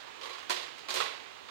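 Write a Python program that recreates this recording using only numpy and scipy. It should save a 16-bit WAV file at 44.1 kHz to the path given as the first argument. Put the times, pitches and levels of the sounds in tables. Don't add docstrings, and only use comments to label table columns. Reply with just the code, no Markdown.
import sys
import numpy as np
from scipy import signal
from scipy.fft import rfft, irfft
from scipy.io import wavfile
from scipy.ndimage import uniform_filter1d

SR = 44100
rng = np.random.default_rng(int(sys.argv[2]) if len(sys.argv) > 2 else 0)


def wav_record(signal):
    frames = np.transpose(np.atleast_2d(signal))
    bounded = np.clip(frames, -1, 1)
    quanta = np.round(bounded * 32767).astype(np.int16)
    wavfile.write(sys.argv[1], SR, quanta)


N = 66150
FREQS = np.fft.rfftfreq(8192, 1 / SR)
GRAZE_S = .0025

# start_s, level_db, body_db, snap_db, tray_db, frame_db, toys_db
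SLAPS = [(.004, -16.5, 4, -8.5, -12, -3, -12), (.07, -22, 2, -10, -12, 3, 9.5),
         (0.152, -25, -6, -6, -12, 15, -16), (0.2133, -10.5, 2.5, -8.5, -14, 1, -16),
         (.234, -11, -11, -3, -20, 9.5, 7), (.257, -13.5, 11.5, -1, -0.5, 6, -1),
         (.296, -14.5, 5, -1.5, -0.5, 11, 8), (.333, -13.5, -5, -6, -19, -1, 7.5),
         (.354, -21, 11, -1, -11, -3, 2), (0.384, -16, 7, -3, -9, 3, 2.5), (.428, -26, 21, 6.5, -18, 0, -3),
         (0.4977, 0.5, -4, 3, 2, -13, -14), (.505, 0.5, 5, 0, -7.5, -11, -8),
         (.565, -4, -10, -9.5, -10.5, -6, -12), (.630, -13, -3, -5, -16, -4, 1.5),
         (0.7834, -15, -7, -3.5, -12, 1, -10), (0.8864, -6, 3.5, -3, -8, -12, -1.5),
         (.894, -7.5, -1, 0.5, -23, -18, -5), (0.905, -1, -6, -0.5, -9, -10, -14),
         (.941, -2.5, -5.5, 6.5, -13, 4.5, -11), (.951, -3, -4, -1, -7, 8, -9),
         (0.9607, -0.5, -5, -1, -4, -19, -4.5), (.972, -2.5, -17, -11, -9, 5, -9),
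         (0.986, -12.5, 0, 11.5, -7, -11, -9), (1.0036, -0.5, 8, -10, -13, 6.5, 1.5),
         (1.009, -6, 15, -0.5, -12, -19, 2.5), (1.018, -7, 2, -15, -13, 1, -18),
         (1.057, -11.5, 1, -14, -3, 3, 7), (1.487, -19, 8, -4.5, -8, 1, 9.5)]


def walker(trim_db=-3):
    out, t = np.zeros((2, N)), np.arange(SR // 2) / SR
    for start_s, level_db, body_db, snap_db, tray_db, frame_db, toys_db in SLAPS:
        force = amp(trim_db + level_db)
        add(out, start_s - GRAZE_S, force * clack(body_db, snap_db))
        add(out, start_s, force * ringing_parts(t, tray_db, frame_db, toys_db))
    return out


def clack(body_db, snap_db):
    graze_db, crack_db, chatter_db = -7.5, -11.5, -9
    shell_t60_s, chatter_decay_s, rebounds_per_s = 0.058, 0.0027, 800
    room_body_share = 0.42
    t = np.arange(SR * 3 // 4) / SR
    since_blow, struck = np.maximum(t - GRAZE_S, 0), t >= GRAZE_S
    graze, chatter, shell = rng.standard_normal((3, 2, len(t)))
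    rebounds = rng.random(len(t)) < rebounds_per_s / SR
    graze *= t * ~struck
    chatter *= rebounds * struck * np.exp(-since_blow / chatter_decay_s)
    shell *= struck * fade(since_blow, shell_t60_s)
    direct = amp(graze_db) * unit(graze) + amp(chatter_db) * unit(chatter) + unit(shell)
    direct[:, np.argmax(struck)] += amp(crack_db)
    close = plastic_shell(unit(direct), body_db, snap_db)
    return close + plastic_shell(room(t), room_body_share * body_db, snap_db)


# freq_hz, gain_db
SHELL_EQ = [(25, -44), (70, -20.5), (150, -20.5), (290, -13), (400, -6), (620, -1.5), (780, -4.5),
            (1000, -2), (1700, -2), (2700, -0.5), (3500, 1), (4400, -.5), (5300, -5), (6500, -13.5),
            (7800, -18.5), (9500, -21.5), (11200, -28.5), (13000, -18), (15600, -35.5)]


def plastic_shell(x, body_db, snap_db, body_hz=1190, width_octaves=0.66, snap_hz=5830):
    tone_db = read(SHELL_EQ, FREQS)
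    tone_db -= 10 * np.log10(np.mean(amp(tone_db) ** 2))
    bell = np.exp(-.5 * (np.log2((FREQS + 1) / body_hz) / width_octaves) ** 2)
    shelf = 1 - 1 / (1 + (FREQS / snap_hz) ** 6)
    return colour(x, tone_db + body_db * bell + snap_db * shelf)


# pitch_hz, level_db, t60_s
TRAY_MODES = [(242, -13, .15), (367, 1, .44), (719, -6, .2), (896, -5, .18), (999, 1.5, .2),
              (1390, -3, .15), (1885, -6, .3), (3460, -2, .42), (4139, -1, .3)]
FRAME_MODES = [(367, -12, .35), (439, -3, .35), (470, 0, .4), (505, -4, .15), (533, -1, .15)]
TOY_MODES = [(894, -6, .22), (1022, -6, .15), (1092, 2, .33), (1135, -3, .18), (1191, -3, .25),
             (2348, -9, .35), (2644, -9, .35), (3257, -6, .35), (3380, -8, .3), (3921, -7, .35)]


def ringing_parts(t, tray_db, frame_db, toys_db, attack_s=0.0016):
    out = np.zeros((2, len(t)))
    attack = 1 - np.exp(-t / attack_s)
    parts = (TRAY_MODES, tray_db - 5.5), (FRAME_MODES, frame_db - 15), (TOY_MODES, toys_db - 8)
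    for modes, part_db in parts:
        pitch_hz, level_db, t60_s = np.transpose(modes)[:, :, None]
        phase = rng.random((2, len(modes), 1))
        partials = np.sin(2 * np.pi * (pitch_hz * t + phase)) * attack * fade(t, t60_s)
        out += (amp(part_db + level_db) * unit(partials)).sum(1)
    return out


# freq_hz, t60_s
ROOM_DECAY = [(100, 1), (350, 0.8), (800, 0.74), (2000, 0.79), (4500, 0.66), (8000, 0.48), (14000, 0.39)]


def room(t, build_s=0.0061, echoes_per_s=600, early_t60_s=.12, early_db=-2, tail_db=0.5):
    onset = 1 - np.exp(-(np.maximum(t - GRAZE_S, 0) / build_s) ** 2)
    hz, frame_s, spectrum = signal.stft(rng.standard_normal((2, len(t))), SR, nperseg=256)
    spectrum *= fade(frame_s, read(ROOM_DECAY, hz)[:, None])
    tail = signal.istft(spectrum, SR, nperseg=256)[1][:, :len(t)]
    early = rng.standard_normal((2, len(t))) * fade(t, early_t60_s)
    early *= rng.random((2, len(t))) < echoes_per_s / SR
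    return amp(tail_db) * unit(tail * onset) + amp(early_db) * unit(early * onset)


# freq_hz, gain_db
HISS_EQ = [(25, -22), (40, -33), (70, 2.5), (105, -9.5), (170, -3), (270, -2), (430, 6), (600, 0),
           (1050, 4.5), (1700, 0.5), (2700, 2), (3800, -1), (5100, -9), (6500, -17), (8000, -23),
           (10500, -33.5), (13000, -27), (16000, -31)]
# time_s, level_db
HISS_FADER = [(0, -45.5), (.45, -45), (.85, -45.5), (1.45, -46)]


def hiss(drift_db=0.8):
    hz, _, spectrum = signal.stft(rng.standard_normal((2, N)), SR, nperseg=2048)
    patches = uniform_filter1d(rng.standard_normal(spectrum.shape[1:]), size=16, axis=0)
    patches = uniform_filter1d(patches, size=4, axis=1)
    spectrum *= amp(read(HISS_EQ, hz)[:, None] + drift_db * patches / patches.std())
    noise = signal.istft(spectrum, SR, nperseg=2048)[1][:, :N]
    level_db = np.interp(np.arange(N) / SR, *np.transpose(HISS_FADER))
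    return unit(noise) * np.sqrt(N) * amp(level_db)


def amp(db):
    return 10 ** (np.asarray(db) / 20)


def unit(x):
    return x / np.sqrt(np.sum(x ** 2, -1, keepdims=True) + 1e-20)


def read(curve, hz):
    freq_hz, value = np.transpose(curve)
    return np.interp(np.log(hz + 1), np.log(freq_hz + 1), value)


def fade(t, t60_s):
    return np.exp(-np.log(1000) * t / t60_s)


def add(mix, start_s, sound):
    part = mix[:, max(round(start_s * SR), 0):][:, :sound.shape[1]]
    part += sound[:, :part.shape[1]]


def colour(x, gain_db):
    log_gain = np.log(amp(np.r_[gain_db, gain_db[-2:0:-1]]))
    response = np.exp(np.conj(signal.hilbert(log_gain)))
    taps = np.fft.ifft(response).real[:len(gain_db) // 2]
    return signal.fftconvolve(x, taps[None], axes=1)[:, :x.shape[1]]


def scene():
    return walker() + hiss()


# freq_hz, gain_db
LEFT_MIC_EQ = [(60, -3.5), (200, -5.5), (380, -9.5), (800, -8), (1150, -11), (1450, -12), (2300, -16.5),
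               (4300, -19.5), (5400, -9.5), (6500, 5), (9000, 4.5), (10500, 2), (12500, -15), (16000, 8)]
# freq_hz, correlation
STEREO_IMAGE = [(60, -0.72), (250, -0.93), (500, -0.7), (1000, -0.2), (4000, 0.14), (16000, 0.027)]


def record(dry, lowpass_hz=16000):
    correlation = read(STEREO_IMAGE, np.fft.rfftfreq(2 * N, 1 / SR))
    other, right = rfft(dry, 2 * N)
    left = irfft(correlation * right + np.sqrt(1 - correlation ** 2) * other)[None, :N]
    pair = np.vstack([colour(left, read(LEFT_MIC_EQ, FREQS)), dry[1:]])
    lowpass = signal.firwin(511, lowpass_hz, window=("kaiser", 9), fs=SR)
    return signal.oaconvolve(pair, lowpass[None], "same")


dry = scene()
out = record(dry)
wav_record(out)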